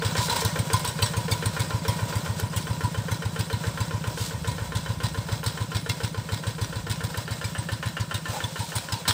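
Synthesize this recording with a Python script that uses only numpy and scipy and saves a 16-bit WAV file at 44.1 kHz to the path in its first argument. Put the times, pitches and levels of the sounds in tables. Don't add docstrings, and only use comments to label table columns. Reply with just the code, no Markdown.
import sys
import numpy as np
from scipy import signal
from scipy.fft import rfft, irfft
from scipy.io import wavfile

SR = 44100
rng = np.random.default_rng(int(sys.argv[2]) if len(sys.argv) > 2 else 0)


def bounce(signal):
    frames = np.transpose(np.atleast_2d(signal))
    limited = np.clip(frames, -1, 1)
    pcm = np.round(limited * 32767).astype(np.int16)
    wavfile.write(sys.argv[1], SR, pcm)


N = 402633
T = np.arange(N) / SR

# time_s, firings_per_s
ENGINE_SPEED = [(0.0, 7.668), (0.35, 7.513), (0.5, 7.065), (1.15, 6.804), (1.6, 7.214), (1.75, 6.834),
                (2.05, 7.422), (2.95, 7.229), (3.55, 7.193), (3.95, 7.578), (5.0, 7.027), (5.75, 6.951),
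                (6.05, 7.099), (6.4, 6.747), (7.25, 7.452), (8.25, 6.894), (8.75, 5.987), (9.1, 5.989)]
# time_s, knock_db, thump_db, buzz_db, extra_treble_db
CYCLE_LEVELS = [(0, -29.5, -24.5, -29, -22), (.56, -30.5, -24, -36, 8), (1.1, -32, -23, -37, 13),
                (1.499, -30.5, -24, -33.5, 10), (2.0, -34.5, -24.5, -50, 1.5), (2.55, -35, -24.8, -48, 6),
                (3.55, -33, -25, -37.5, -0.5), (4.05, -35, -26.5, -46.5, 4), (4.8, -35, -25.5, -40.5, -7.5),
                (5.9, -35.5, -26, -34, -2), (6.751, -36, -26.5, -39, -2), (7.401, -35, -29, -38.5, 5),
                (7.901, -31.5, -26.5, -41, 3), (8.25, -32.5, -29.5, -40.5, 7.5),
                (8.802, -37, -28.5, -34.5, 8.5), (9.1, -34, -27, -25.5, -4)]
# time_s, extra_strength_db, extra_buzz_db
ODD_FIRINGS = [(.15, 0.2, 3.5), (.28, -7.5, -2), (.7, 1.5, 2.5), (.84, -7, -0.5), (.99, 1.1, 1),
               (1.28, 0, 3.5), (1.85, 2, 10.5), (2.13, 0.5, 9.5), (2.53, 0, 9.5), (2.81, 1.2, 5),
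               (3.08, 1, 6.5), (3.36, 0.6, 3.5), (3.77, 0.8, 7), (4.17, -1, 4), (4.31, -4.5, -14),
               (4.45, 1, 8), (4.58, -3.5, -21), (4.72, 0, 6.5), (5.0, .8, 6.5), (5.43, -0.8, 3.5),
               (6.14, -2.5, -7), (6.29, 1, 2), (6.72, -2, -4), (6.87, 0.5, 4), (8.11, 0, 5.5)]
# time_s, nearness_db (for drone and intake), side_on_share (0 to 1)
TRACTOR_PATH = [(0, 2.5, 0), (1.5, 2, 0), (4, 0, 0.18), (6.7, -1.5, .1), (7.6, -2.5, 0.8),
                (9.1, -6.5, 0.53)]
# pitch_hz, level_db
DRONE_COLOUR = [(25, -60), (40, -17), (60, -4), (100, 3), (160, -5.5), (230, -6.5), (330, -14)]
RATTLE_COLOUR = [(250.0, -12), (370.0, -11), (520.0, 6), (750.0, -3), (1200.0, -5), (1500.0, -2.5),
                 (2050.0, -12.0), (2700.0, -8.5), (3900.0, -10), (6800.0, -11.5), (8200.0, -6.5),
                 (11000.0, -28.5), (13000.0, -16.5), (15300.0, -20)]
CLINK_COLOUR = [(2000, -4), (3000, -4), (4000, 0.5), (5500, 0), (6800, -6), (8200, 1), (10500, -9.5),
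                (13000, -12), (15300, -8)]
BUZZ_COLOUR = [(200, -0.5), (520, -11), (750, -6), (1200, -10), (1500, -1), (2050, -11.5), (2700, -11),
               (3900, -2.5), (6800, -14), (8200, -5), (11000, -23), (13000, -25), (15300, -18)]
# time_s, level_db
SHAKING = [(.1, -35.5), (.38, -34.5), (.53, -37.5), (1.25, -40), (1.9, -38), (3.1, -42), (4.2, -41),
           (5.2, -42.5), (6.5, -43.5), (7.4, -42), (8.2, -47), (8.37, -35), (8.53, -44.5), (8.85, -40.5),
           (9.1, -45.5)]
# pitch_hz, width_hz, level_db
TIN_TONES = [(2154, 27, 4), (3400, 100, 7.5), (3946, 42, 9.5), (5010, 46, 6), (5440, 13, 2.5),
             (7690, 41, -7), (10100, 92, -37), (15210, 110, 3.5)]
PLATE_TONES = [(582, 28, -6), (913, 36, -2.5), (971, 26, 5.5), (1004, 9.7, -27.5), (1438, 70, -6),
               (1858, 9.7, -6)]
# pitch_hz, width_hz, level_db, extra_side_on_db
BLOCK_TONES = [(457, 38, 2, -14.5), (552, 24, -6.5, -3), (840, 60, -13, 3), (1039, 15, -2, 0),
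               (1380, 100, -2, 7), (1537, 137, -1, 1.5), (1770, 79, -8.5, 17), (1867, 54, -8.5, -8),
               (2397, 90, -7.5, -56), (2824, 190, -18.5, 23), (3077, 57, -8.5, 5)]
# delay_s, pitch_hz, level_db, rise_s, fade_s
EXHAUST_PUFFS = [(-.001, 110, 6.5, 0.0024, 0.062), (0.0097, 113, 12.5, 0.002, 0.075),
                 (0.037, 240, -6.5, .004, .032), (.04, 160, 3, .0027, 0.045)]
# start_s, level_db, extra_treble_db
METAL_CLANKS = [(0.1657, -18.5, -28), (0.2956, -16.5, -24), (0.359, -15.5, -37), (0.449, -20, 6.5),
                (0.732, -20.5, -14), (0.7945, -24.5, 2), (0.848, -20, -2), (1.028, -22, -3),
                (1.059, -20.5, -16), (1.316, -25, 0), (2.399, -32.5, 13), (5.035, -24, -9),
                (5.4397, -28, 4), (6.901, -34, -4), (7.175, -28.5, 5), (8.143, -26, -6), (8.437, -44, -23),
                (8.756, -43, -15), (9.0774, -9.5, -22)]
# start_s, pitch_hz, level_db, fade_s
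STEEL_PINGS = [(.2, 986, -24.5, 0.36), (0.297, 4040, -15, 0.056), (.31, 947, -22, 0.23),
               (0.399, 1037, -32, 0.17), (.452, 6100, -39, 0.39), (0.74, 1023, -16, 0.12),
               (1.026, 8020, -25, 0.18), (1.882, 1048, -25, 0.081), (5.80, 9950, -51, 0.61),
               (7.28, 11900, -55, 0.53), (7.459, 11570, -54, 0.46), (7.584, 8150, -26.5, 0.081),
               (8.144, 3710, -20, 0.033), (8.44, 3460, -13.5, 0.029)]
# middle_s, length_s, level_db
SOIL_SCRAPES = [(0.243, 0.077, -30.5), (0.336, 0.082, -40), (0.411, 0.043, -31), (2.4, 0.05, -40),
                (4.236, 0.15, -35), (8.648, 0.25, -41)]
# middle_s, length_s, level_db
WIND_GUSTS = [(4.604, 1, -40.5), (5.21, 0.68, -47), (6.801, 0.37, -40)]
# middle_s, length_s, pitch_hz, level_db
TURN_SQUEALS = [(8.36, 0.056, 841, -35), (8.464, 0.082, 898, -41), (8.62, 0.11, 910, -40.5),
                (8.762, 0.045, 892, -39), (8.954, 0.082, 915, -40)]

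FIRST_FIRING_S = .02
EXHAUST_OPENS, INTAKE_SHUTS = .22, .785


def amp(db):
    return 10 ** (np.asarray(db) / 20)


def evened(x):
    return x / np.sqrt(np.mean(x ** 2) + 1e-20)


def add(mix, start_s, sound):
    start = round(start_s * SR)
    part = mix[max(start, 0):][:len(sound) + min(start, 0)]
    part += sound[max(-start, 0):][:len(part)]


def noise(colour):
    pitch_hz, level_db = np.transpose(colour)
    hz = np.fft.rfftfreq(N, 1 / SR) + 1
    ends = 1 / np.sqrt((1 + (.7 * pitch_hz[0] / hz) ** 6) * (1 + (.7 * hz / pitch_hz[-1]) ** 6))
    shape = amp(np.interp(np.log(hz), np.log(pitch_hz), level_db))
    return evened(irfft(rfft(rng.standard_normal(N)) * ends * shape, N))


def ring(drive, tones):
    out = 0
    for hz, width_hz, db in tones:
        decay = np.exp(-np.pi * width_hz / SR)
        feedback = decay * np.exp(2j * np.pi * hz / SR)
        out += amp(db) * signal.lfilter([np.sqrt(2 * (1 - decay ** 2))], [1, -feedback], drive).real
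    return out / np.linalg.norm(amp([db for _, _, db in tones]))


def treble(x, hz):
    return signal.sosfiltfilt(signal.butter(2, hz, "high", fs=SR, output="sos"), x)


def bursts(times, levels_db, rise_s, fall_s, tail_db, tail_s):
    t, power = T[:SR // 3], np.zeros(N)
    dying = np.exp(-2 * t / fall_s) + amp(tail_db) ** 2 * np.exp(-2 * t / tail_s)
    shape = (1 - np.exp(-t / rise_s)) ** 2 * dying
    for start_s, db in zip(times, levels_db):
        add(power, start_s, amp(db) ** 2 * shape)
    return np.sqrt(power)


def chatter(per_s, spread_db, fall_s, steady):
    size = amp(spread_db * np.minimum(rng.exponential(1, N), 4)) * (rng.random(N) < per_s / SR)
    power = signal.lfilter([1], [1, -np.exp(-2 / (fall_s * SR))], size ** 2)
    return evened(np.sqrt(power / power.mean() + steady))


def swell(middle_s, length_s, db):
    return amp(db) * np.exp(-(2 * (T - middle_s) / length_s) ** 2)


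def fading_tone(hz, db, rise_s, fade_s):
    t = T[:SR // 4]
    return -amp(db - 60 * t / fade_s) * (1 - np.exp(-t / rise_s)) * np.sin(2 * np.pi * hz * t)


def firing_times():
    cycles = np.cumsum(np.interp(T, *np.transpose(ENGINE_SPEED))) / SR
    cycles -= np.interp(FIRST_FIRING_S, T, cycles)
    return np.interp(np.arange(int(cycles[-1]) + 1), cycles, T)


def firing_levels(firings, rebound_share=.33, buzz_spread_db=1.7):
    time_s, *levels = np.transpose(CYCLE_LEVELS)
    knock_db, thump_db, buzz_db, treble_db = (np.interp(firings, time_s, level) for level in levels)
    extra = np.zeros((len(firings), 2))
    for when, *surge in ODD_FIRINGS:
        extra[np.argmin(abs(firings - when))] = surge
    extra[1:] -= rebound_share * np.maximum(extra[:-1], 0)
    burn, buzz = extra.T
    buzz = buzz + buzz_spread_db * rng.standard_normal(len(firings))
    clang_db = thump_db - 9.5 + 3.3 * np.maximum(burn, 0)
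    return knock_db + .55 * burn, thump_db + burn, buzz_db + buzz, treble_db + .95 * buzz, clang_db


def intake(shuts):
    out = np.zeros(N)
    for start_s, (detune, louder) in zip(shuts, rng.standard_normal((len(shuts), 2))):
        hoot = fading_tone(hz=159 * (1 + .015 * detune), db=-24.4 + 1.1 * louder, rise_s=.0018, fade_s=.16)
        add(out, start_s, -hoot)
    return out


def drone():
    return amp(-43.5) * noise(DRONE_COLOUR)


def clinks(shake, per_s, fade_s):
    t, out = T[:SR // 16], np.zeros(N)
    pitch_hz, level_db = np.transpose(CLINK_COLOUR)
    for when, pitch, damping, force in rng.random((int(per_s * N / SR), 4)):
        hz = pitch_hz[0] * (pitch_hz[-1] / pitch_hz[0]) ** pitch
        tone = 1000 ** (-t / (fade_s * 2 ** -damping)) * np.sin(2 * np.pi * hz * t)
        size = shake[int(when * N)] * amp(np.interp(hz, pitch_hz, level_db) + 10 * (force ** 2 - .5))
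        add(out, when * N / SR, size * tone * np.sqrt(SR / per_s / (tone @ tone)))
    return out


def loose_parts(side_on):
    shake = amp(np.interp(T, *np.transpose(SHAKING)))
    jolts = shake * chatter(per_s=130, spread_db=2.5, fall_s=.045, steady=.15)
    drive = jolts * rng.standard_normal(N)
    jingle = amp(-6) * clinks(shake, per_s=600, fade_s=.06)
    plates = amp(-7 - 8.9 * side_on) * ring(drive * (shake / shake.mean()) ** .35, PLATE_TONES)
    return amp(-1) * jolts * noise(RATTLE_COLOUR) + jingle + amp(-10.5) * ring(drive, TIN_TONES) + plates


def knock(firings, knock_db, side_on):
    t, out = T[:SR // 8], np.zeros(N)
    hz, width_hz, db, side_db = np.transpose(BLOCK_TONES)[:, :, None]
    signs = (-1) ** np.arange(len(hz))[:, None]
    panels = signs * np.sqrt(width_hz) * np.exp(-np.pi * .7 * width_hz * t) * np.sin(2 * np.pi * hz * t)
    clatter = (1 - np.exp(-t / .0014)) * (np.exp(-t / .011) + amp(-3) * np.exp(-t / .056))
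    for start_s, level_db, side in zip(firings, knock_db, side_on):
        drive = clatter * rng.standard_normal(len(t)) / np.linalg.norm(clatter)
        drive[0] += 1.1
        block = signal.fftconvolve(drive, (amp(db + side_db * side) * panels).sum(0))[:len(t)]
        add(out, start_s, amp(level_db - 6) * evened(block * (1 - np.exp(-t * 600))))
    crack = bursts(firings, knock_db, rise_s=.0012, fall_s=.009, tail_db=-7, tail_s=.045)
    hiss = noise([(250, -1.5), (700, -6), (1500, -10), (2500, -9.5), (4500, -14.5), (9000, -24),
                  (15000, -33)])
    return out + crack * hiss


def exhaust(opens, thump_db):
    out = np.zeros(N)
    chances = rng.standard_normal((len(opens), len(EXHAUST_PUFFS), 2))
    for start_s, db, chance in zip(opens, thump_db, chances):
        for (delay_s, hz, puff_db, rise_s, fade_s), (detune, louder) in zip(EXHAUST_PUFFS, chance):
            puff = fading_tone(hz * (1 + .02 * detune), db + puff_db + .4 * louder, rise_s, fade_s)
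            add(out, start_s + delay_s, puff)
    return out


def silencer(opens, buzz_db, treble_db, clang_db):
    grain = chatter(per_s=550, spread_db=6, fall_s=.0021, steady=.98)
    blast = grain * bursts(opens - .0005, buzz_db, rise_s=.0017, fall_s=.0019, tail_db=-7, tail_s=.041)
    top_db = buzz_db + treble_db
    top = grain * bursts(opens - .001, top_db, rise_s=.002, fall_s=.0098, tail_db=-23, tail_s=.12)
    hiss = noise(BUZZ_COLOUR)
    high = treble(hiss, 9000)
    buzz = amp(9.5) * blast * (hiss - high) + amp(9) * top * high
    shell = amp(2.5) * ring(blast * rng.standard_normal(N), TIN_TONES)
    jingle = amp(4.5) * clinks(np.hypot(blast, top), per_s=650, fade_s=.08)
    push = bursts(opens, clang_db, rise_s=.0025, fall_s=.0029, tail_db=-7.5, tail_s=.033)
    clang = amp(6) * ring(push * rng.standard_normal(N), PLATE_TONES)
    return buzz + shell + jingle + clang


def frame_hum(opens, thump_db):
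    loudness = bursts(opens + .025, thump_db, rise_s=.0037, fall_s=.055, tail_db=-27, tail_s=.06)
    return amp(-15.5) * loudness * ring(rng.standard_normal(N), [(150, 35, 0), (295, 40, -6)])


def clanks():
    times, db, treble_db = np.transpose(METAL_CLANKS)
    blow = bursts(times, db, rise_s=.0031, fall_s=.0077, tail_db=-6, tail_s=.024)
    top = bursts(times, db + treble_db, rise_s=.00089, fall_s=.0014, tail_db=-24, tail_s=.017)
    drive = blow * rng.standard_normal(N)
    out = amp(-4.5) * blow * noise(BUZZ_COLOUR)
    out += amp(-10.5) * ring(drive, TIN_TONES) + amp(-7.5) * ring(drive, PLATE_TONES)
    out += amp(5.5) * top * treble(rng.standard_normal(N), 4800)
    for start_s, hz, ping_db, fade_s in STEEL_PINGS:
        add(out, start_s, fading_tone(hz, ping_db, .0024, fade_s))
    return out


def scrapes():
    loudness = sum(swell(*scrape) for scrape in SOIL_SCRAPES)
    grit = chatter(per_s=730, spread_db=2.5, fall_s=.0017, steady=.7)
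    hiss = noise([(2000, -11), (4000, 3.5), (6000, -.5), (8500, -.5), (11000, -11), (15000, -8)])
    return loudness * grit * hiss


def wind():
    return sum(swell(*gust) for gust in WIND_GUSTS) * noise([(25, -15), (55, 4), (90, 3), (140, -12)])


def squeals(roughness_hz=56, glide_hz_per_s=330):
    smoothing = signal.butter(2, roughness_hz, fs=SR, output="sos")
    rough = evened(signal.sosfilt(smoothing, rng.standard_normal((2, N))))
    out = np.zeros(N)
    for middle_s, length_s, hz, db in TURN_SQUEALS:
        t = T - middle_s
        phase = 2 * np.pi * (hz + .5 * glide_hz_per_s * t) * t
        out += swell(middle_s, length_s, db) * (rough[0] * np.sin(phase) + rough[1] * np.cos(phase))
    return out


def scene():
    firings = firing_times()
    knock_db, thump_db, buzz_db, treble_db, clang_db = firing_levels(firings)
    cycle_s = np.gradient(firings)
    shuts = firings - (1 - INTAKE_SHUTS) * cycle_s
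    opens = firings + EXHAUST_OPENS * cycle_s
    time_s, nearness_db, side_on = np.transpose(TRACTOR_PATH)
    near = amp(np.interp(T, time_s, nearness_db))
    engine = near * drone() + exhaust(opens, thump_db) + near * intake(shuts) + frame_hum(opens, thump_db)
    engine += knock(firings, knock_db, np.interp(firings, time_s, side_on))
    engine += silencer(opens, buzz_db, treble_db, clang_db)
    metal = loose_parts(np.interp(T, time_s, side_on)) + clanks() + scrapes() + squeals()
    return (engine + metal + wind())[None]


def record(dry):
    low_cut_hz, high_cut_hz = 51, 15650
    hz = np.fft.rfftfreq(N, 1 / SR) + 1
    thin = irfft(rfft(dry) / np.sqrt(1 + (low_cut_hz / hz) ** 7), N)
    high_cut = signal.firwin(511, high_cut_hz, window=("kaiser", 9), fs=SR)
    return signal.oaconvolve(thin, high_cut[None], "same")


dry = scene()
out = record(dry)
bounce(out)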